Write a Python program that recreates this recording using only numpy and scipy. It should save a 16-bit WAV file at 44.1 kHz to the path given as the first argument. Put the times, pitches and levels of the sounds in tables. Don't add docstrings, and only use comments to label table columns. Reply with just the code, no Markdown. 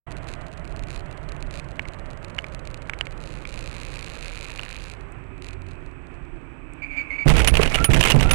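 import sys
import numpy as np
from scipy import signal
from scipy.fft import rfft, irfft, next_fast_len
from scipy.io import wavfile
from scipy.ndimage import map_coordinates

SR = 44100
rng = np.random.default_rng(int(sys.argv[2]) if len(sys.argv) > 2 else 0)


def waveform_to_disk(signal):
    frames = np.transpose(np.atleast_2d(signal))
    scaled = np.clip(frames, -1, 1) * 32767
    samples = np.round(scaled).astype(np.int16)
    wavfile.write(sys.argv[1], SR, samples)


N = 367922

# (relative, per Hz)
TICK_SPECTRUM = [(500, -45.5), (1800, -0.5), (2500, 13), (3300, 0), (4100, 7), (5600, -6.5), (6500, -1.5),
                 (7600, -3), (8800, -7.5), (9900, -5), (11000, -21.5), (15000, -19)]
# (relative, per Hz)
CRACK_SPECTRUM = [(150, 2), (700, 7.5), (1500, 2), (2800, 11), (4000, -3.5), (5500, -6.5), (9800, -7.5),
                  (11500, -28.5), (16000, -3)]
# (relative, per Hz)
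SHAKE_SPECTRUM = [(15, 5), (30, 3), (50, 6), (85, -1), (145, 0.5), (200, -8), (400, -13.5), (750, -16.5),
                  (1500, -39), (4000, -71)]


def amp(db):
    return 10 ** (np.asarray(db) / 20)


def unit(x):
    return x / np.sqrt(np.mean(x ** 2) + 1e-20)


def clock():
    return np.arange(N) / SR


def curves(rows):
    s, *cols = np.transpose(rows)
    return [np.interp(clock(), s, c) for c in cols]


def gains(points, size):
    hz, db = np.transpose(points)
    grid_hz = np.fft.rfftfreq(size, 1 / SR)
    return amp(np.interp(np.log(grid_hz + 1), np.log(hz), db))


def noise(points, size=N):
    m = next_fast_len(size)
    spectrum = rfft(rng.standard_normal(m)) * gains(points, m)
    return unit(irfft(spectrum, m)[:size])


def wobble(rate):
    knots = rng.standard_normal(int(N * rate / SR) + 4)
    return map_coordinates(knots, [clock() * rate])


def snap(points, size=1024):
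    cepstrum = irfft(np.log(gains(points, size)))
    cepstrum[1:size // 2] *= 2
    cepstrum[size // 2 + 1:] = 0
    click = irfft(np.exp(rfft(cepstrum)))
    return click / np.abs(click).max()


def turns(hz):
    return np.cumsum(hz) / SR


def add(track, s, sound):
    part = track[round(s * SR):][:len(sound)]
    part += sound[:len(part)]


def ramp(start, rise):
    return np.clip((clock() - start) / rise, 0, 1)


def swell(start, length, attack, t60):
    return ramp(start, attack) * amp(-60 * np.clip((clock() - start - length) / t60, 0, 2))


def band(hz, width_hz):
    phase = 2 * np.pi * turns(hz)
    return unit(wobble(width_hz) * np.cos(phase) + wobble(width_hz) * np.sin(phase))


def road():
    # time_s, share of the reference speed [ratio]
    speed_curve = [(0, 0.96), (2, 0.88), (4.9, 0.7), (6.2, 0.65), (6.7, .55), (7.25, 0.54)]
    # start_s, length_s, extra_rumble_db
    patches = [(.55, 0.46, 1.5), (1.195, 0.87, 2), (2.994, 1, 2.5)]
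    # (relative, per Hz)
    rumble_spectrum = [(12, -18), (25, 2), (38, 2.5), (65, -5.5), (100, -8), (140, -7), (165, -8.5),
                       (200, -18.5), (330, -15.5), (500, -23.5), (1000, -70.5)]
    # (relative, per Hz)
    roar_spectrum = [(100, -8), (300, -1.5), (600, 3), (850, 1.5), (1250, 2), (2000, -2.5), (2550, -8),
                     (3000, -11), (3700, -23.5), (5000, -34.5), (9500, -33.5), (12000, -54)]
    rumble_db, rumble_db_per_octave = -38.5, 8.5
    roar_db, roar_db_per_octave = -48, 4
    tread_hz, tread_db, tread_db_per_octave = 690, -49.5, 15.5
    hum_hz, hum_db = 548, -53
    drone_hz, drone_db, drone_rise_s = 266, -56, 0.8
    hiss_hz, hiss_db = 2440, -60.5
    brake_s, brake_rise_s, brake_ease_db = 4.67, 0.53, 2
    bend_s, bend_rise_s, bend_roar_db, bend_hiss_db = 6.64, 0.3, 3, 11.5

    speed, = curves(speed_curve)
    octaves = np.log2(speed)
    braking = ramp(brake_s, brake_rise_s)
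    sliding = ramp(bend_s, bend_rise_s)
    patch_db = sum(db * swell(s, length, attack=0.06, t60=1) for s, length, db in patches)
    rumble_now_db = rumble_db + rumble_db_per_octave * octaves + patch_db + 0.46 * wobble(7.3)
    rumble = amp(rumble_now_db) * noise(rumble_spectrum)
    roar_now_db = roar_db + roar_db_per_octave * octaves
    roar_now_db += bend_roar_db * sliding - brake_ease_db * braking
    roar = amp(roar_now_db + 0.8 * wobble(14)) * noise(roar_spectrum)
    tread = amp(tread_db + tread_db_per_octave * octaves) * band(tread_hz * speed, width_hz=170)
    hum = amp(hum_db) * band(hum_hz * speed, width_hz=65)
    drone = amp(drone_db) * ramp(brake_s, drone_rise_s) * band(np.full(N, drone_hz), width_hz=28)
    hiss = amp(hiss_db + bend_hiss_db * sliding) * band(np.full(N, hiss_hz), width_hz=500)
    return rumble + roar + (1 - braking) * tread + braking * (hum + drone + hiss)


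def ticking(hits, spectrum):
    ring_db, ring_t60_s = -19.5, 0.015
    fade = amp(ring_db - 60 * np.arange(SR // 20) / SR / ring_t60_s)
    ticks = signal.oaconvolve(hits, snap(spectrum))[:N]
    ring = signal.oaconvolve(hits, fade)[:N] * noise(spectrum)
    return ticks + ring


def engine():
    # time_s, firing_hz
    firing_curve = [(0, 66.4), (3.35, 60.02), (4.15, 55.32), (4.95, 51.85), (5.75, 42.97), (6.2, 33.6)]
    # start_s, length_s, level_db, unevenness_db
    rattles = [(0.262, 0.067, -32.5, 4), (0.885, 0.12, -34.5, 3), (1.51, 0.094, -32.5, -4),
               (3.191, 0.24, -34, -3.5), (3.469, 1.484, -30, 2.5), (5.412, .14, -37, 7),
               (5.65, 0.085, -37, 6)]
    # (relative, per Hz)
    panel_spectrum = [(300, -19), (1500, -1.5), (2000, -1), (2400, 6), (3000, -6), (4200, -10), (5600, -27),
                      (9800, -26), (12000, -29), (16000, -60)]
    boom_base_db, cabin_hz, cabin_width_hz, cabin_db = -52.5, 44.7, 5.5, 9.5
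    scatter_s, swell_db = 0.0013, 3
    tail_s, tail_db = 0.12, -25
    buzz_s, buzz_length_s, buzz_rise_s, buzz_t60_s, buzz_db = 3.2, 1.624, 1.18, 0.61, -36.5

    firing_hz, = curves(firing_curve)
    boom_db = boom_base_db + cabin_db / (1 + ((firing_hz - cabin_hz) / cabin_width_hz) ** 2)
    cycle = turns(firing_hz * (1 + 0.0049 * wobble(9)))
    boom = np.zeros(N)
    for k, harmonic_db in enumerate([0, -1, -12], 1):
        boom += amp(harmonic_db + 2.3 * wobble(8.8)) * np.sin(2 * np.pi * k * cycle)

    ticks, panel = np.zeros(N), np.zeros(N)
    for i in np.flatnonzero(np.diff(np.floor(cycle))):
        force, buzz, delay = np.minimum(rng.standard_normal(3), 1.5)
        rebounds = rng.random((4, 2))
        period_s = 1 / firing_hz[i]
        s = abs(i / SR + delay * scatter_s)
        for start, length, db, uneven_db in rattles:
            if start <= s < start + length + tail_s:
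                arch = np.sin(np.pi * min((s - start) / length, 1))
                peak_db = db + swell_db * (arch - 1) + tail_db * (s > start + length)
                add(ticks, s, amp([peak_db + uneven_db * force]))
                for moment, rebound in rebounds:
                    add(ticks, s + period_s * moment, amp([peak_db - 25 + 22 * rebound]))
        for wait_s in rng.uniform(0, 0.0018, size=3):
            add(panel, s + 0.57 * period_s + wait_s, amp([buzz_db + 3 * buzz]))
    panel *= swell(buzz_s, buzz_length_s, buzz_rise_s, buzz_t60_s)
    return amp(boom_db) * unit(boom) + ticking(ticks, TICK_SPECTRUM) + ticking(panel, panel_spectrum)


def strays():
    # time_s, level_db
    sharp_ticks = [(0.109, -36.5), (0.168, -33.5), (0.338, -27), (0.677, -35.5), (0.724, -38),
                   (0.794, -32.5), (0.837, -30.5), (0.905, -27.5), (0.961, -27), (1.321, -30.5),
                   (1.426, -28), (1.598, -26.5), (1.886, -29), (2.247, -30), (2.548, -29), (2.674, -28),
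                   (2.744, -27.5), (2.989, -31), (5.01, -41), (5.38, -43.5), (5.487, -29), (5.62, -40),
                   (5.863, -42)]
    rock_per_s, rock_end_s, rock_db, spread_s = 17, 3.2, -42.5, 0.007
    hits = np.zeros(N)
    for s, db in sharp_ticks:
        add(hits, s, amp([db]))
    for k, cluster in enumerate(rng.standard_normal((64, 3, 2)), 2):
        s = k / rock_per_s
        lurch_db = rng.uniform(-3, 5.1)
        for shift, force in cluster:
            tick = amp([rock_db + lurch_db + 2.3 * min(force, 1.8)])
            add(hits, s + spread_s * shift, (s < rock_end_s) * tick)
    for moment, force in rng.random((110, 2)):
        add(hits, 6.6 * moment, amp([-60 + 16 * force ** 2]))
    return ticking(hits, TICK_SPECTRUM)


def knock(ring_hz, ring_db, crack, crack_db, crack_t60, ring_t60):
    # freq_hz, level_db (relative), t60_s
    shared_modes = [(1670, 0.5, 0.011), (2250, -1.5, 0.014), (2850, -9.5, 0.016)]
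    t = np.arange(SR // 10) / SR
    ring = np.zeros(len(t))
    for hz, db, t60 in [*shared_modes, (ring_hz, ring_db, ring_t60)]:
        cycles = hz * rng.normal(1, 0.025) * t + rng.random()
        ring += amp(db + rng.normal(0, 2) - 60 * t / t60) * np.sin(2 * np.pi * cycles)
    crack_noise = amp(crack_db - 60 * t / crack_t60) * noise(crack, size=len(t))
    blow = (ring + crack_noise) * (1 - np.exp(-t / 0.00026))
    return blow / np.abs(blow).max()


def clicks():
    # time_s, level_db, ring_hz, ring_db (relative)
    bumps = [(1.794, -16.5, 2270, 2.5), (1.854, -31.5, 2220, 13), (2.3834, -22, 2200, 6),
             (2.3876, -13.5, 2930, 13.5), (2.4427, -23.5, 2220, 5.5), (2.8962, -16.5, 1290, -4),
             (2.935, -19.5, 2250, 8.5), (3.0104, -10.5, 2930, 8.5), (3.0687, -25.5, 2180, 5),
             (3.453, -25.5, 2460, 0), (4.594, -20.5, 2870, 12.5), (4.633, -24.5, 2880, 13)]
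    # (relative, per Hz)
    clack_spectrum = [(250, -20), (750, 0), (2400, 4.5), (5000, -13), (10000, -24), (16000, -77)]
    out = np.zeros(N)
    for s, db, ring_hz, ring_db in bumps:
        blow = knock(ring_hz, ring_db, clack_spectrum, crack_db=3.0, crack_t60=0.011, ring_t60=0.012)
        add(out, s, amp(db) * blow)
    return out


def chinks():
    # time_s, level_db
    contacts = [(5.122, -42), (6.736, -41)]
    ring_hz, t60_s = 8130, 0.0054
    out, t = np.zeros(N), np.arange(SR // 20) / SR
    for s, db in contacts:
        add(out, s, amp(db - 60 * t / t60_s) * np.sin(2 * np.pi * ring_hz * t))
    return out


def squeals(overtone_db, overtone_fall_db):
    # start_s, length_s, pitch_hz, glide_hz_per_s, level_db, roughness [0-1]
    slides = [(6.817, 0.028, 2307, 2500, -34, 0.7), (6.851, 0.72, 2321, -100, -44.5, 0.9),
              (6.905, 0.065, 2295, -1800, -38.5, 0.4), (6.963, 0.053, 2305, -1000, -30.5, 0.34),
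              (7.098, 0.064, 2177, 1200, -34, 0.5), (7.179, 0.055, 2297, -600, -32, 0.25),
              (7.706, 0.052, 2160, 3000, -34, .4), (7.772, 0.047, 1280, 2797, -31.5, 0.3),
              (7.822, .065, 1425, -2000, -40.5, 0.3), (8.233, 0.06, 1280, 2400, -37, 0.3),
              (8.287, 0.045, 1420, -1500, -37, 0.3)]
    # (relative, per Hz)
    scrub_spectrum = [(1500, -6.5), (2500, 12.5), (3300, -13.5), (5600, -24), (7000, -20), (9800, -32),
                      (11000, -45)]
    attack_s, t60_s = 0.0094, 0.068
    full_db = -30
    scrub_db = -13.5
    out = np.zeros(N)
    waver = 1 + 0.01086 * wobble(55)
    flutter = amp(1.7 * wobble(90))
    hoarse = wobble(370) + 1j * wobble(370)
    smear = wobble(420) + 1j * wobble(420)
    scrub = amp(scrub_db) * noise(scrub_spectrum)
    for start, length, pitch_hz, glide, db, rough in slides:
        on = (clock() > start) & (clock() < start + length + t60_s)
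        hz = (pitch_hz + glide * np.minimum(clock()[on] - start, length)) * waver[on]
        slip = np.exp(2j * np.pi * turns(hz))
        fundamental = slip * (flutter[on] + rough * hoarse[on])
        overtones = sum(amp(overtone_db - overtone_fall_db * (k - 2.0)) * slip ** k for k in range(2, 5))
        overtones = amp(db - full_db) * overtones * (flutter[on] + 2 * rough * smear[on])
        tone = unit(np.real(fundamental + overtones))
        out[on] += amp(db) * (tone + scrub[on]) * swell(start, length, attack_s, t60_s)[on]
    return out


def crunches():
    # (relative, per Hz)
    scrape_spectrum = [(100, 1), (500, 4), (1000, -0.5), (1800, 1), (2600, 3.5), (3500, -8), (5000, -18.5),
                       (9500, -15), (11500, -28), (16000, -29)]
    crunch_per_s, t60_s, spread_db = 120, 0.021, 11
    slide_db = -10
    force, t = np.full(N, amp(slide_db)), np.arange(SR // 50) / SR
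    for moment, size in rng.random((int(crunch_per_s * N / SR), 2)):
        add(force, moment * N / SR, amp(spread_db * (size - 0.5) - 60 * t / t60_s))
    return unit(force * noise(scrape_spectrum))


def grit():
    grains_per_s, weakest_db, spread_db, middle_hz = 220, 0, 14, 3630
    out, t = np.zeros(N), np.arange(SR // 200) / SR
    for moment, size, pitch in rng.random((int(grains_per_s * N / SR), 3)):
        cycles = middle_hz * 2 ** (2 * pitch - 1) * t
        grain = np.sin(2 * np.pi * cycles) * np.exp(-cycles / 0.85)
        add(out, moment * N / SR, amp(weakest_db + spread_db * size ** 3) * grain)
    return out


def thumps():
    # time_s, level_db, pitch_hz, t60_s
    blows = [(7.259, -5, 142.6, 0.23), (7.377, -16.5, 58.8, 0.44), (7.517, -6, 61, 0.12),
             (7.596, 7, 426, 0.018), (7.89, 0.5, 118, 0.047), (8.141, -1.5, 145, 0.14),
             (8.161, -8.5, 113.5, 0.16), (8.251, -7.5, 45, 0.089)]
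    out, t = np.zeros(N), np.arange(SR // 2) / SR
    for s, db, hz, t60 in blows:
        swing = np.sin(2 * np.pi * hz * t) + noise(SHAKE_SPECTRUM, size=len(t)) / 2
        add(out, s, amp(db - 60 * t / t60) * swing * (1 - np.exp(-t / 0.0015)))
    return out


def clatter():
    # time_s, level_db, ring_db (relative)
    strikes = [(7.283, -10.5, -8), (7.299, -11, -3), (7.367, -12, -14), (7.393, -11.5, -6),
               (7.419, -13, -8), (7.446, -9.5, -10), (7.474, 3.5, -5), (7.483, -3, 4), (7.541, -10, -5),
               (7.553, -9.5, -15), (7.570, -6.5, -3), (7.616, -14, -2), (7.632, -6.5, -10),
               (7.659, -15.5, -6), (7.675, -16, 4), (7.744, -9, 10.5), (7.749, -11.5, 5), (7.756, -6, 6),
               (7.843, -6.5, 4), (7.916, -15, -3), (7.934, -9, -10), (7.944, -7.5, -7), (7.962, -14, -5),
               (7.975, -18, -9), (8.009, -0.5, -5), (8.028, -7.5, 4), (8.038, -1, 4), (8.052, -3.5, -10),
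               (8.059, -6, -6), (8.072, -7.5, -8), (8.084, -12.5, -4), (8.101, -2, -8), (8.107, 1, 0),
               (8.119, -7, 16), (8.197, -16, -7), (8.209, -7, -8), (8.229, -8.5, -4), (8.310, 2, -3),
               (8.334, -12, -4)]
    out = np.zeros(N)
    for s, db, ring_db in strikes:
        blow = knock(2878, ring_db, CRACK_SPECTRUM, crack_db=8.5, crack_t60=0.018, ring_t60=0.027)
        add(out, s, amp(db) * blow)
    return out


def pings():
    # time_s, level_db
    strikes = [(7.475, -12.5), (7.844, -9.5), (8.312, -14.5)]
    # freq_hz, level_db (relative), t60_s
    modes = [(9890, -2, 0.077), (11900, -26, 0.099), (14100, -11, 0.071)]
    out, t = np.zeros(N), np.arange(SR // 4) / SR
    for s, level_db in strikes:
        ring = np.zeros(len(t))
        for hz, db, t60 in modes:
            ring += amp(db - 60 * t / t60) * np.sin(2 * np.pi * hz * rng.normal(1, 0.00087) * t)
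        crack = amp(-19.0 - 60 * t / 0.057) * noise(CRACK_SPECTRUM, size=len(t))
        add(out, s, amp(level_db) * ring + crack)
    return out


def crash():
    # start_s, contact_s, shake_db, scrape_db
    jolts = [(7.254, 0.067, -14, -23.5), (7.32, 0.17, -24.5, -30), (7.516, 0.15, -23.5, -32),
             (7.679, 0.14, -31.5, -35), (7.791, 0.01, -18.5, -43), (7.886, 0.11, -17.5, -29),
             (8.039, 0.084, -26, -27.5), (8.134, 0.23, -22, -32.5)]
    heave_hz, heave_db = 28.3, -6.5
    shake = noise(SHAKE_SPECTRUM) + amp(heave_db) * band(np.full(N, heave_hz), width_hz=18)
    scrape = crunches() + grit()
    body = np.zeros(N)
    for s, length, shake_db, scrape_db in jolts:
        jolt = amp(shake_db) * shake + amp(scrape_db) * scrape
        body += swell(s, length, attack=0.028, t60=0.2) * jolt
    return body + thumps() + clatter() + pings()


def scene():
    cabin = road() + engine() + strays() + clicks() + chinks()
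    cabin += squeals(overtone_db=-30, overtone_fall_db=10) + crash()
    return np.array([amp(-61.5) * cabin, 2 * cabin])


def record(dry):
    full_level_s, rise_s, top_hz = 0.07, 0.0052, 15900
    live = np.clip((clock() - full_level_s) / rise_s + 1, amp(-63), 1)
    whine = amp([[-110], [-72]]) * np.sin(2 * np.pi * 7900 * clock())
    x = live * (dry + whine)
    ceiling = 0.41
    clipped = x / (1 + np.abs(x / ceiling) ** 8) ** (1 / 8)
    excess_slope = np.diff(x - clipped, prepend=0)
    edged = clipped + amp(-36.5) * np.tanh(excess_slope / amp(-31))
    m = next_fast_len(N + SR // 2)
    rolloff = gains([(10200, 0.5), (11500, 2), (15000, -10.5), (16000, -22)], m)
    passband = np.fft.rfftfreq(m, 1 / SR) < top_hz
    return irfft(rfft(edged, m) * rolloff * passband, m)[:, :N]


dry = scene()
out = record(dry)
waveform_to_disk(out)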